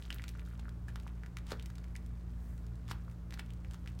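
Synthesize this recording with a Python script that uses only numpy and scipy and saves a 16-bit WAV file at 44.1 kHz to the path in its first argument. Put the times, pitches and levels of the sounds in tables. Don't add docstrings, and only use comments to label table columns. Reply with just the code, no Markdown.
import sys
import numpy as np
from scipy import signal
from scipy.fft import rfft, irfft, next_fast_len
from scipy.io import wavfile
from scipy.ndimage import uniform_filter1d

SR = 44100
rng = np.random.default_rng(int(sys.argv[2]) if len(sys.argv) > 2 else 0)


def materialize(psi):
    bounded = np.clip(np.atleast_2d(psi).T, -1, 1)
    quanta = np.round(bounded * 32767).astype(np.int16)
    wavfile.write(sys.argv[1], SR, quanta)


N = 4 * SR

# (time [s], pitch [Hz], ring level [dB], snap before colouring [dB])
AIR_POCKETS = [(0.0237, 3300, -45.5, -54), (0.053, 3540, -48.5, -63), (0.1044, 1580, -38.5, -45),
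               (0.127, 3530, -37, -47.5), (0.1446, 13900, -42, -64), (0.1848, 3460, -44.5, -56),
               (0.2207, 2400, -49, -54), (0.2399, 2300, -41, -49), (0.2812, 3700, -47, -46),
               (0.3949, 2510, -47, -56), (0.5937, 1100, -50, -66), (0.6926, 1510, -54, -57.5),
               (0.9584, 1260, -40.5, -49.5), (0.9998, 2660, -53.5, -57.5), (1.0784, 2330, -47.5, -57.5),
               (1.2352, 1690, -45, -62), (1.262, 1700, -48.5, -56.5), (1.37, 2100, -38.5, -46),
               (1.386, 1380, -55, -54.5), (1.4686, 4080, -51.5, -54.5), (1.518, 1310, -35.5, -46.5),
               (1.5203, 4230, -37.5, -51), (1.531, 1520, -42.5, -62), (1.597, 2940, -44, -55),
               (1.6257, 3900, -50, -51.5), (1.702, 1470, -51.5, -56), (1.7823, 1400, -52, -55),
               (1.8423, 1930, -53.5, -59), (1.9636, 10000, -49.5, -50), (2.8805, 2170, -53, -57.5),
               (2.8875, 1200, -48.5, -57), (2.9122, 1420, -38.5, -45), (2.9161, 2330, -40, -43.5),
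               (3.3077, 1980, -50.5, -54), (3.3245, 1850, -46, -57), (3.3402, 2380, -47.5, -48.5),
               (3.3752, 1430, -48.5, -62), (3.394, 1670, -39.5, -47.5), (3.3964, 2800, -40, -51.5),
               (3.505, 2960, -51, -58), (3.6474, 2230, -49, -65), (3.7355, 3870, -63, -52.5),
               (3.7442, 1250, -48, -54.5), (3.8603, 1600, -49.5, -61), (3.8753, 2540, -42.5, -54.5),
               (3.9908, 4180, -64, -54)]
# (time [s], pitch [Hz], level
# [dB], swell [cycles])
PURE_RINGS = [(0.1041, 2870, -33, 1.24), (0.1609, 1400, -48.5, .6), (0.1963, 1940, -42, .8),
              (0.2399, 1480, -48.5, 1.2), (0.352, 1330, -49, 0.55), (0.4748, 1410, -52, 1.1),
              (0.6547, 1520, -48, .7), (0.6823, 1330, -45.5, 0.81), (0.8831, 1680, -43.5, 1.6),
              (1.0663, 1070, -43, 0.5), (1.3694, 1280, -40, 0.84), (1.9553, 2060, -42, .9),
              (2.9128, 950, -35.5, .55), (2.9126, 424, -42.5, 0.37), (3.0805, 1220, -49, .7)]
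# (time [s], level before colouring [dB])
FILM_TICKS = [(0.2909, -45.5), (1.0724, -61), (1.6595, -49), (1.755, -55.5), (1.9525, -56), (2.0627, -58.5),
              (2.5793, -62), (2.6664, -59.5), (2.756, -64), (3.114, -63), (3.462, -63), (3.5359, -58.5),
              (3.711, -54)]
# (frequency [Hz], gain [dB])
SNAP_COLOUR = [(300, -50), (800, -9), (1500, -5.5), (3500, 12), (6000, 7), (9000, 2.5), (15000, -2)]
TICK_COLOUR = [(500, -22), (2000, 8), (6500, 7), (15000, -1)]
def soap_pops():
    rings, snaps, ticks = np.zeros((3, N))
    for at, hz, ring_db, snap_db in AIR_POCKETS:
        add(rings, at, undb(ring_db) * pocket_ring(hz, cycles=0.49))
        add(snaps, at, undb(snap_db) * film_snap())
    for at, hz, db, cycles in PURE_RINGS:
        add(rings, at, undb(db) * pocket_ring(hz, cycles))
    for at, db in FILM_TICKS:
        add(ticks, at, undb(db) * film_snap())
    return rings + colour(snaps, SNAP_COLOUR) + colour(ticks, TICK_COLOUR)


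def pocket_ring(hz, cycles):
    age_cycles = np.arange(SR // 80) / SR * hz
    return burst(np.sin(2 * np.pi * age_cycles) * age_cycles * np.exp(-age_cycles / cycles))


def film_snap(spray_decay_s=0.003, spray_db=-1.5):
    t = np.arange(SR // 100) / SR
    click = burst(1. * (t == 0))
    spray = undb(spray_db) * burst(rng.standard_normal(len(t)) * np.exp(-t / spray_decay_s))
    return burst(click + spray)


# (peak time [s], swell [s], fade [s], level [dB])
SQUEEZES = [(.129, 0.018, 0.081, -64.5), (.29, 0.0083, 0.0076, -62), (0.595, 0.0012, 0.0034, -49),
            (0.883, 0.0027, 0.015, -56), (1.52, 0.024, 0.0095, -48), (2.912, 0.014, 0.0076, -47.5),
            (3.338, 0.0088, 0.01, -55), (3.395, 0.0045, 0.0054, -49), (3.742, 0.026, 0.02, -63.5),
            (3.878, 0.0043, 0.019, -61.5)]
# (time [s], level [dB])
FOAM_LEVEL = [(0, -66), (.25, -70), (.45, -67), (.7, -74), (.8, -84), (1.02, -71.5), (1.4, -83.5),
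              (1.63, -71.5), (1.9, -75), (2.8, -79), (3.1, -71.5), (3.25, -85), (3.45, -76.5), (4, -73.5)]
# (frequency [Hz], gain [dB])
SQUELCH_COLOUR = [(250, -14), (900, 5), (1800, 1), (3000, -2), (7500, -7.5), (15000, -10.5)]
FOAM_COLOUR = [(400, -14), (1300, 5), (2500, -2), (8000, -8), (15000, -6)]
def lather():
    t = np.arange(N) / SR
    pressure = np.zeros(N)
    for at, swell, fade, db in SQUEEZES:
        pressure += undb(db) * np.exp(-np.maximum((at - t) / swell, (t - at) / fade))
    foam_gain = undb(np.interp(t, *np.array(FOAM_LEVEL).T))
    squelch = pressure * tiny_bubbles(SQUELCH_COLOUR, per_s=2300, spread_db=2, cycles=0.36)
    crackle = foam_gain * tiny_bubbles(FOAM_COLOUR, per_s=350, spread_db=2.7, cycles=0.45)
    return squelch + crackle


def tiny_bubbles(tone, per_s, spread_db, cycles, low_hz=800, high_hz=14000):
    stream = np.zeros(N)
    for when, pitch, chance in rng.random((int(per_s * N / SR), 3)):
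        hz = low_hz * (high_hz / low_hz) ** np.sqrt(pitch)
        db = -spread_db * np.log(max(chance, .04))
        add(stream, when * N / SR, undb(db) * pocket_ring(hz, cycles))
    return unit(colour(stream, tone))


# (frequency [Hz], gain [dB])
BASIN_COLOUR = [(250, -8), (380, -8), (455, 1), (720, -13), (1400, -14), (3500, -40)]
def palm_clap(at_s=1.5195, plop_db=-32, basin_db=-32.5):
    t = np.arange(SR // 2) / SR
    wash = colour(rng.standard_normal(len(t)) * decay(t, t60_s=.19), BASIN_COLOUR)
    clap = np.zeros(N)
    add(clap, at_s, undb(basin_db) * burst(wash))
    add(clap, at_s, undb(plop_db) * pocket_ring(hz=480, cycles=0.59))
    return clap


# (frequency [Hz], gain [dB])
SLIDE_COLOUR = [(500, -20), (1800, 17), (3000, -6), (7000, 4), (15000, 5)]
def palm_slide(peak_s=2.487, width_s=0.099, db=-70):
    t = np.arange(N) / SR
    swell = np.exp(-((t - peak_s) / width_s) ** 2 / 2)
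    return undb(db) * swell * unit(colour(rng.standard_normal(N), SLIDE_COLOUR))


# (delay [s], level before colouring [dB])
SINK_ECHOES = [(.0013, -22.5), (.0029, -26.5)]
# (frequency [Hz], gain [dB])
ROOM_COLOUR = [(300, 4), (1300, 3), (2400, 0.5), (4000, -0.5), (8000, -1.5), (15000, 7)]
def bathroom(direct, split_hz=3500, tail_db=-11.5):
    t = np.arange(SR // 2) / SR
    noise = rng.standard_normal(len(t))
    low = signal.sosfilt(signal.butter(2, split_hz, fs=SR, output="sos"), noise)
    high = signal.sosfilt(signal.butter(2, split_hz, "high", fs=SR, output="sos"), noise)
    tail = (low * decay(t, t60_s=0.26) - high * decay(t, t60_s=0.13)) * (t > .002)
    response = undb(tail_db) * tail / np.linalg.norm(tail)
    for delay, db in SINK_ECHOES:
        add(response, delay, undb([db]))
    return direct + signal.fftconvolve(direct, colour(response, ROOM_COLOUR))[:N]


# (frequency [Hz], rms level [dB], unsteadiness [0-1])
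HUM_LINES = [(57.9, -44.5, 0.13), (79.8, -56.5, 0.4), (115.24, -53.5, 0.4), (120.33, -57, 0.26),
             (173.5, -54, 0.09), (230, -69, 0.25), (232.1, -68, 0.34)]
# (frequency [Hz], gain [dB])
AIR_COLOUR = [(15, -27), (27, -11), (50, 4.5), (72, 2.5), (100, -1), (120, 1), (200, -13), (320, -11),
              (375, -19.5), (435, -15), (485, -26), (520, -17.5), (555, -25), (590, -19), (640, -23.5),
              (1200, -26), (2300, -36), (3000, -40), (9000, -46), (15500, -46.5)]
def motor(waver_hz=3.01, air_db=-51.5):
    t = np.arange(N) / SR
    hum = np.zeros(N)
    for hz, db, unsteady in HUM_LINES:
        waver = 1 + unsteady * (wander(waver_hz) + 1j * wander(waver_hz))
        waver /= np.sqrt(1 + 2 * unsteady ** 2)
        tone = np.exp(2j * np.pi * (hz * t + rng.random()))
        hum += np.sqrt(2) * undb(db) * np.real(waver * tone)
    return hum + undb(air_db) * unit(colour(rng.standard_normal(N), AIR_COLOUR))


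def undb(db):
    return 10 ** (np.asarray(db) / 20)


def unit(x):
    return x / np.sqrt(np.mean(x ** 2))


def burst(x):
    return x / np.sqrt(np.sum(x ** 2) * 1000 / SR)


def decay(t, t60_s):
    return np.exp(-np.log(1000) * t / t60_s)


def add(out, at_s, x):
    start = max(int(round(at_s * SR)), 0)
    out[start:start + len(x)] += x[:max(len(out) - start, 0)]


def colour(x, points):
    hz, db = np.array(points, float).T
    n = 2 * next_fast_len(len(x))
    bin_hz = np.maximum(np.arange(n // 2 + 1) * SR / n, 1)
    gain = undb(np.interp(np.log(bin_hz), np.log(hz), db))
    cepstrum = irfft(np.log(gain))
    cepstrum[1:n // 2] *= 2
    cepstrum[n // 2 + 1:] = 0
    return irfft(rfft(x, n) * np.exp(rfft(cepstrum)))[:len(x)]


def wander(rate_hz):
    hold = int(SR / rate_hz)
    steps = np.repeat(rng.standard_normal(N // hold + 1), hold)
    return unit(uniform_filter1d(uniform_filter1d(steps, hold), hold))[:N]


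def scene():
    return (motor() + palm_clap() + bathroom(soap_pops() + palm_slide() + lather()))[None]


# (frequency [Hz], gain [dB])
MIC_RESPONSE = [(9200, 0), (10400, -3.5), (11800, -2.5)]
def record(dry, top_hz=16000):
    lowpass = signal.ellip(10, .2, 80, top_hz, fs=SR, output="sos")
    return signal.sosfilt(lowpass, colour(dry[0], MIC_RESPONSE))[None]


dry = scene()
out = record(dry)
materialize(out)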